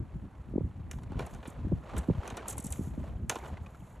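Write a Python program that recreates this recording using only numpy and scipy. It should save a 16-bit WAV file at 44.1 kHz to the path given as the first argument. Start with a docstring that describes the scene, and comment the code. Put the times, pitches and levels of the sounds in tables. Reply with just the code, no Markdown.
"""On the bank of a frozen pond on a breezy day, a kayak is heard pushing into thin ice.
Paddle blade and hull crack the sheet with sharp snaps and hollow knocks. Fractures run through
the ice and arrive as tiny falling chirps, because high notes travel faster in it than low ones.
Water sloshes and plops, crumbs of ice fizz, and gusts thump the microphone over a faint hiss."""
import sys
import numpy as np
from scipy import signal
from scipy.fft import rfft, irfft
from scipy.io import wavfile
from scipy.ndimage import uniform_filter1d

SR = 44100
rng = np.random.default_rng(int(sys.argv[2]) if len(sys.argv) > 2 else 0)


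def log_audio(samples):
    """Write samples as a 16-bit WAV file to the path given in sys.argv[1]."""
    # one column per channel
    frames = np.atleast_2d(samples).T
    # limit to full scale, then quantise
    limited = np.clip(frames, -1, 1)
    pcm = np.round(limited * 32767).astype(np.int16)
    wavfile.write(sys.argv[1], SR, pcm)


N = 176400
T = np.arange(N) / SR
HZ = np.fft.rfftfreq(N, 1 / SR)


def amp(db):
    """Turns decibels into a factor to multiply by."""
    return 10 ** (np.asarray(db) / 20)


def unit(x):
    """Scales a sound to an average (rms) size of 1."""
    return x / np.sqrt(np.mean(x ** 2) + 1e-20)


def read(points, hz):
    """Looks up a table by frequency, sliding between rows on a musical (log) scale."""
    row_hz, value = np.transpose(points)
    return np.interp(np.log(hz + 1), np.log(row_hz + 1), value)


def level(points):
    """Turns rows of time and decibels into a volume curve."""
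    return amp(np.interp(T, *np.transpose(points)))


def add(mix, start_s, sound):
    """Mixes a sound in at the given time."""
    part = mix[max(round(start_s * SR), 0):][:len(sound)]
    part += sound[:len(part)]


def colour(x, tone, size=4096):
    """Shapes bass and treble with a filter of energy 1 that rings only after each click."""
    log_gain = np.log(amp(read(tone, abs(np.fft.fftfreq(size, 1 / SR)))))
    response = np.exp(np.conj(signal.hilbert(log_gain)))
    taps = np.fft.ifft(response).real[:size // 2]
    return signal.oaconvolve(x, taps / np.linalg.norm(taps))[:N]


def drift(rate_hz):
    """A smooth random wobble of average size 1."""
    return unit(irfft(rfft(rng.standard_normal(N)) * np.exp(-(HZ / rate_hz) ** 2), N))


def grains(per_s, spread_db):
    """Random clicks of uneven size."""
    size = amp(spread_db * np.minimum(rng.exponential(1, N), 4))
    return size * rng.choice([-1, 1], N) * (rng.random(N) < per_s / SR)


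def air():
    """Open air makes a faint, steady hiss."""
    # tone of the hiss: frequency_hz, gain_db
    tone = [(30, 12.5), (200, -1.5), (500, -3), (950, -0.5), (1800, -8.5), (3400, -24), (5000, -29),
            (6500, -32), (11800, -24), (13200, -66)]
    return amp(-63) * colour(rng.standard_normal(N), tone)


def eddy(t, pitch_hz, width_cycles=0.57, sag=0.55):
    """A swirl of air gives one swing of pressure, sinking through pitch_hz at t = 0."""
    cycles = t * pitch_hz
    turns = (1 - np.exp(-sag * np.clip(cycles, -10, 10))) / sag
    swell = np.exp(-(cycles / width_cycles) ** 2 / 2)
    return swell * np.cos(2 * np.pi * (turns + rng.random()))


def wind(gust_db=4, lead_s=.03):
    """Wind rumbles on the microphone; each thump is a large swirl with a small one at its front."""
    # strength of the rumble: time_s, level_db
    strength = [(0, -29.5), (.1, -47), (.17, -38), (.37, -46), (.44, -53), (.52, -35.5), (.66, -31),
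                (.74, -47.5), (.8, -41.5), (1.02, -44), (1.17, -32), (1.38, -37.5), (1.44, -51), (1.6, -40),
                (1.75, -29), (1.85, -51.5), (1.98, -34.5), (2.05, -43.5), (2.16, -47.5), (2.3, -47),
                (2.6, -43.5), (2.95, -37.5), (3.2, -35.5), (3.36, -50), (3.62, -41.5), (3.70, -58.5),
                (3.79, -49), (3.88, -54.5), (4, -50.5)]
    # tone of the rumble: frequency_hz, gain_db
    tone = [(15, -32), (28, -24.5), (45, -3.5), (65, 2), (110, -4.5), (220, -12), (350, -22.5),
            (500, -34.5), (1000, -56), (3000, -78)]
    # gusts striking the microphone: middle_s, level_db, pitch_hz
    thumps = [(.165, -28.5, 120.4), (0.247, -31.5, 104), (0.491, -37.5, 190), (.542, -29, 264),
              (0.5618, -18, 240), (0.583, -17.5, 309), (.611, -28.5, 334), (0.617, -24, 140),
              (0.645, -27, 88), (0.654, -34, 175), (0.807, -32.5, 106.6), (.942, -35, 203),
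              (1.108, -33, 178), (1.124, -33, 247), (1.160, -32.5, 161), (1.483, -31.5, 242),
              (1.653, -26, 216), (1.673, -27, 184), (1.705, -31, 108), (1.723, -21, 224), (1.726, -28, 386),
              (1.736, -19, 123), (1.752, -35, 141), (1.949, -32, 231), (2.091, -15.5, 215),
              (2.102, -18.5, 370), (2.109, -18, 124), (2.123, -28.5, 117), (2.115, -27.5, 190),
              (2.158, -30.5, 116), (2.176, -43, 138), (2.191, -23, 80), (2.329, -34.5, 200),
              (2.599, -32.5, 193), (2.649, -32.5, 190), (2.666, -31.5, 159), (2.797, -24.5, 191),
              (2.812, -29.5, 247), (2.878, -30, 161), (2.982, -26, 212), (3.248, -36, 162),
              (3.62, -36.5, 91), (3.826, -39.5, 162)]
    rumble = colour(rng.standard_normal(N), tone)
    out = level(strength) * unit(rumble * amp(gust_db * drift(rate_hz=13)))
    t = np.arange(-lead_s, lead_s, 1 / SR)
    for middle_s, level_db, pitch_hz in thumps:
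        small = amp(-12) * eddy(t + 0.00173, pitch_hz * 1.7)
        add(out, middle_s - lead_s, amp(level_db) * (eddy(t, pitch_hz) + small))
    return out


def bank_echo(x, fade_s=0.17):
    """The ice and the reedy banks scatter back a faint, quick echo."""
    t = T[:SR // 2]
    tail = rng.standard_normal(len(t)) * amp(-60 * t / fade_s) * (1 - np.exp(-t / .004))
    return amp(-16) * signal.oaconvolve(x, tail / np.linalg.norm(tail))[:N]


def crumbs(flutter_db=2.2):
    """Fine ice and spray skitter over the sheet: thousands of clicks blur into a fizz."""
    # strength of the fizz: time_s, level_db
    strength = [(.9, -84), (.925, -67), (1.02, -77), (1.17, -86), (1.2, -73), (1.33, -66), (1.41, -78.5),
                (1.49, -63), (1.56, -80), (1.8, -80), (1.98, -73), (2.03, -72), (2.2, -76), (2.28, -68),
                (2.44, -80), (2.51, -44), (2.55, -69), (2.7, -63.5), (2.75, -57.5), (2.86, -60),
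                (2.96, -74.5), (3.09, -72.5), (3.17, -82), (3.285, -80), (3.305, -62), (3.42, -70),
                (3.48, -62.5), (3.55, -83), (3.63, -76.5), (3.7, -73.5), (3.9, -69.5), (4, -79)]
    # tone of the fizz: frequency_hz, gain_db
    tone = [(1000, -36), (3500, -14), (5000, -20.5), (6800, -2.5), (9000, -10), (12000, 0.5), (13200, -36)]
    fizz = unit(colour(grains(per_s=5500, spread_db=2.5), tone))
    return level(strength) * fizz * amp(flutter_db * drift(rate_hz=60))


def bubble(pitch_hz, decay_s, rise=0.048, size=2048):
    """A short ring, like a bubble's, that climbs in pitch as it dies."""
    t = T[:size]
    age = t / decay_s
    phase = 2 * np.pi * pitch_hz * t * (1 + rise * np.tanh(age / 2))
    return np.sin(phase) * np.exp(-age) * (1 - np.exp(-4 * age))


def water(bubbles_per_s=600, bubble_sizes=30, decay_cycles=3.54, flutter_db=2.2):
    """Churned water is a wash full of small bubbles, with plops."""
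    # strength of the churning: time_s, level_db
    strength = [(.9, -63), (1.1, -60), (1.22, -45), (1.33, -58), (1.46, -56), (1.56, -54), (1.8, -58.5),
                (1.9, -48.5), (1.98, -46), (2.04, -53), (2.19, -52.5), (2.28, -43), (2.34, -51),
                (2.39, -45.5), (2.62, -54), (2.9, -58), (3.1, -53.5), (3.28, -68.5), (3.31, -48.5),
                (3.48, -48.5), (3.62, -60), (4, -59.5)]
    # tone of the water: frequency_hz, gain_db
    tone = [(100, -20), (250, 0), (550, 3.5), (1000, -0.5), (1600, -9), (2500, -13.5), (4000, -19),
            (5000, -26), (7000, -27), (11800, -36.5), (13200, -53)]
    # plops at the blade, and two high rings that sound with small ice ticks near the end: start_s, level_db,
    # pitch_hz
    plops = [(0.986, -43, 925), (1.02, -48, 970), (1.119, -36.5, 802), (1.205, -26.5, 473),
             (1.226, -34, 627), (1.268, -41, 674), (1.332, -40.5, 650), (2.203, -42, 750),
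             (2.232, -39, 1280), (2.376, -48, 827), (2.457, -36.5, 890), (2.577, -36, 970),
             (3.040, -37, 603), (3.358, -42, 610), (3.365, -31, 343), (3.413, -48, 1150),
             (3.446, -48, 1370), (3.501, -38, 695), (3.571, -42, 1980), (3.662, -46, 2400),
             (3.667, -42.5, 1100), (3.747, -45, 1290)]
    bubbles = np.zeros(N)
    for pitch_hz in np.geomspace(330, 3000, bubble_sizes):
        births = grains(bubbles_per_s / bubble_sizes, spread_db=4)
        bubbles += signal.oaconvolve(births, pitch_hz * bubble(pitch_hz, decay_cycles / pitch_hz))[:N]
    wash = unit(colour(grains(per_s=2200, spread_db=2.33), tone))
    wash *= amp(flutter_db * drift(rate_hz=60))
    out = level(strength) * unit(wash + amp(-2.5) * unit(colour(bubbles, tone)))
    for start_s, level_db, pitch_hz in plops:
        ring = bubble(pitch_hz, decay_s=0.004)
        roughness = unit(uniform_filter1d(rng.standard_normal(len(ring)), size=30))
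        add(out, start_s, amp(level_db) * ring * (1 + 0.58 * roughness))
    return out


def chirps(scatter_s=0.003, size=2048):
    """The ice carries high notes faster than low ones, so each fracture arrives as a falling chirp."""
    # fractures in the sheet: start_s, relative_level_db
    fractures = [(1.2640, -39), (1.4740, -42), (1.4790, -42), (1.5010, -45), (1.9775, -32), (1.9815, -31),
                 (1.9865, -35), (2.3680, -40), (2.3745, -41), (2.4812, -24), (2.4885, -32), (2.4935, -32),
                 (2.4980, -30), (2.5005, -31), (2.5055, -30), (2.5095, -35), (2.5250, -35), (2.5285, -35),
                 (2.5685, -41), (2.5803, -26), (2.5860, -37), (2.6000, -35), (2.6045, -37), (2.6240, -41),
                 (2.6390, -37), (2.6445, -31), (2.6560, -34), (2.6660, -29), (2.6740, -41), (2.7038, -35),
                 (2.7110, -39), (2.7222, -24), (2.7360, -40), (3.2932, -35)]
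    # tone of a chirp: frequency_hz, gain_db
    tone = [(100, -70), (2000, -17), (5000, -18.5), (6300, -6.5), (7400, -1), (11500, -3.5), (14000, -11.5)]
    clicks = np.zeros(N)
    for start_s, level_db in fractures:
        click = 0.12 * rng.standard_normal(size) * np.exp(-T[:size] / scatter_s)
        click[0] = 1
        add(clicks, start_s, amp(level_db) * click)
    # the speed of a bending wave grows as the square root of its frequency
    top_hz, top_travel_s = 11600, .0105
    delay_s = top_travel_s * (np.sqrt(top_hz / (HZ + 1)) - 1)
    smear = np.exp(-2j * np.pi * np.cumsum(delay_s) * HZ[1])
    return amp(10.5) * irfft(rfft(colour(clicks, tone)) * smear, N)


def blade_ring(knocks, size=2048):
    """The paddle blade adds a few short, hollow notes to every knock."""
    # notes of the blade: pitch_hz, level_db, decay_s
    notes = [(480, -14, .010), (1034, -13.5, 0.0058), (1440, -11.5, 0.003), (1743, -16.5, 0.0063),
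             (2390, -16, 0.0043), (2910, -21.5, 0.003)]
    t, ring = T[:size], np.zeros(size)
    for pitch_hz, level_db, decay_s in notes:
        note = np.sin(2 * np.pi * pitch_hz * t) * np.exp(-t / decay_s)
        ring += amp(level_db) * note / np.linalg.norm(note)
    return signal.oaconvolve(knocks, ring)[:N]


def cracks(snap_decay_s=0.0031, knock_rise_s=0.0017, knock_lag_s=0.001004, size=4096):
    """Each blow on the ice is a snap with splinters, then a hollow knock of blade and sheet."""
    # blows of blade and hull: start_s, relative_snap_db, relative_knock_db, knock_decay_s
    blows = [(0.913, -24, -33, 0.0026), (0.931, -40, -43, 0.005), (.9855, -50, -48, 0.003),
             (1.0339, -42.5, -45, 0.0032), (1.1921, -31.5, -27, 0.0041), (1.218, -46, -59, 0.017),
             (1.3320, -53, -53, 0.0051), (1.3380, -39.5, -52, 0.0067), (1.3467, -40, -47, 0.0077),
             (1.427, -50, -44.5, 0.0084), (1.4522, -51, -42, 0.014), (1.9657, -32, -38, 0.012),
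             (2.2768, -26.5, -39, 0.0076), (2.3020, -29.5, -38, 0.0091), (2.3705, -28, -34, 0.0079),
             (2.4829, -29, -41, 0.011), (2.529, -37, -61, .004), (2.5784, -52, -42, 0.0047),
             (2.7261, -28, -45.5, 0.008), (3.2969, -10.5, -23, 0.0048), (3.3005, -19.5, -32, 0.0032),
             (3.3115, -28, -37, 0.012), (3.32, -40, -35.5, 0.0042), (3.3559, -28.5, -30, 0.0045),
             (3.387, -36.5, -64, 0.0048), (3.4450, -56, -44, 0.0088), (3.4585, -45, -39, 0.0035),
             (3.572, -63, -45.5, 0.0035), (3.663, -50, -44, 0.0038)]
    # tone of the bright snap: frequency_hz, gain_db
    snap_tone = [(300, -34), (1500, -6), (3000, -3.5), (4800, -11), (6300, 1), (8000, -5.5), (11500, -6.5),
                 (14000, -7.5)]
    # tone of the hollow knock: frequency_hz, gain_db
    knock_tone = [(100, -37), (220, 4.5), (470, 10), (760, 6), (1050, -2), (1500, -2), (1950, -5),
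                  (2500, -12), (3600, -7.5), (5000, -22.5), (12000, -42)]
    snaps, knocks, t = np.zeros(N), np.zeros(N), T[:size]
    for start_s, snap_db, knock_db, knock_decay_s in blows:
        splinters, thud = rng.standard_normal((2, size))
        # a hard blow (near -10 dB) breaks in one clean click; weaker ones crumble
        clean = np.clip(1 + (snap_db + 10) / 30, .15, 1)
        snap = .17 * np.sqrt(3 - 2 * clean) * splinters * np.exp(-t / snap_decay_s)
        snap[0] = 2 * clean
        add(snaps, start_s, amp(snap_db) * snap)
        knock = thud * (1 - np.exp(-t / knock_rise_s)) * np.exp(-t / knock_decay_s)
        add(knocks, start_s + knock_lag_s, amp(knock_db) * knock)
    return colour(snaps, snap_tone) + colour(knocks, knock_tone) + blade_ring(knocks)


def scene():
    """The boat is straight ahead; echoes, water, wind and air spread a little to the sides."""
    # stereo width: frequency_hz, side_gain_db
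    width = [(30, -21), (120, -15), (500, -11.5), (1000, -12), (2000, -23), (5000, -14), (12000, -12)]
    ice = cracks() + chirps()
    middle = air() + ice + bank_echo(ice) + water() + crumbs() + wind()
    around = bank_echo(ice) + water() + wind() + air()
    side = irfft(rfft(around) * amp(read(width, HZ)), N)
    return np.array([middle + side, middle - side])


def record(dry, dip_hz=4970, dip_width_hz=185, dip_db=-4, cutoff_hz=13400):
    """Two microphone openings hear slightly unlike sounds; both lose a narrow band and the top treble."""
    # balance of the openings: frequency_hz, left_minus_right_db
    balance = [(250, .3), (500, -1), (950, -3.3), (1800, 0)]
    # how far the left trails the right: frequency_hz, lag_radians
    lag = [(4000, 0), (7300, .05), (8300, .9), (10000, 1.7), (12000, 2.2), (14000, 3)]
    left = amp(read(balance, HZ) / 2) * np.exp(-.5j * read(lag, HZ))
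    dip = amp(dip_db * np.exp(-((HZ - dip_hz) / dip_width_hz) ** 2))
    stereo = irfft(rfft(dry) * dip * np.array([left, 1 / left]), N)
    treble_cut = signal.firwin(101, cutoff_hz, window=("kaiser", 7), fs=SR)
    return signal.oaconvolve(stereo, treble_cut[None], "same")


dry = scene()
out = record(dry)
log_audio(out)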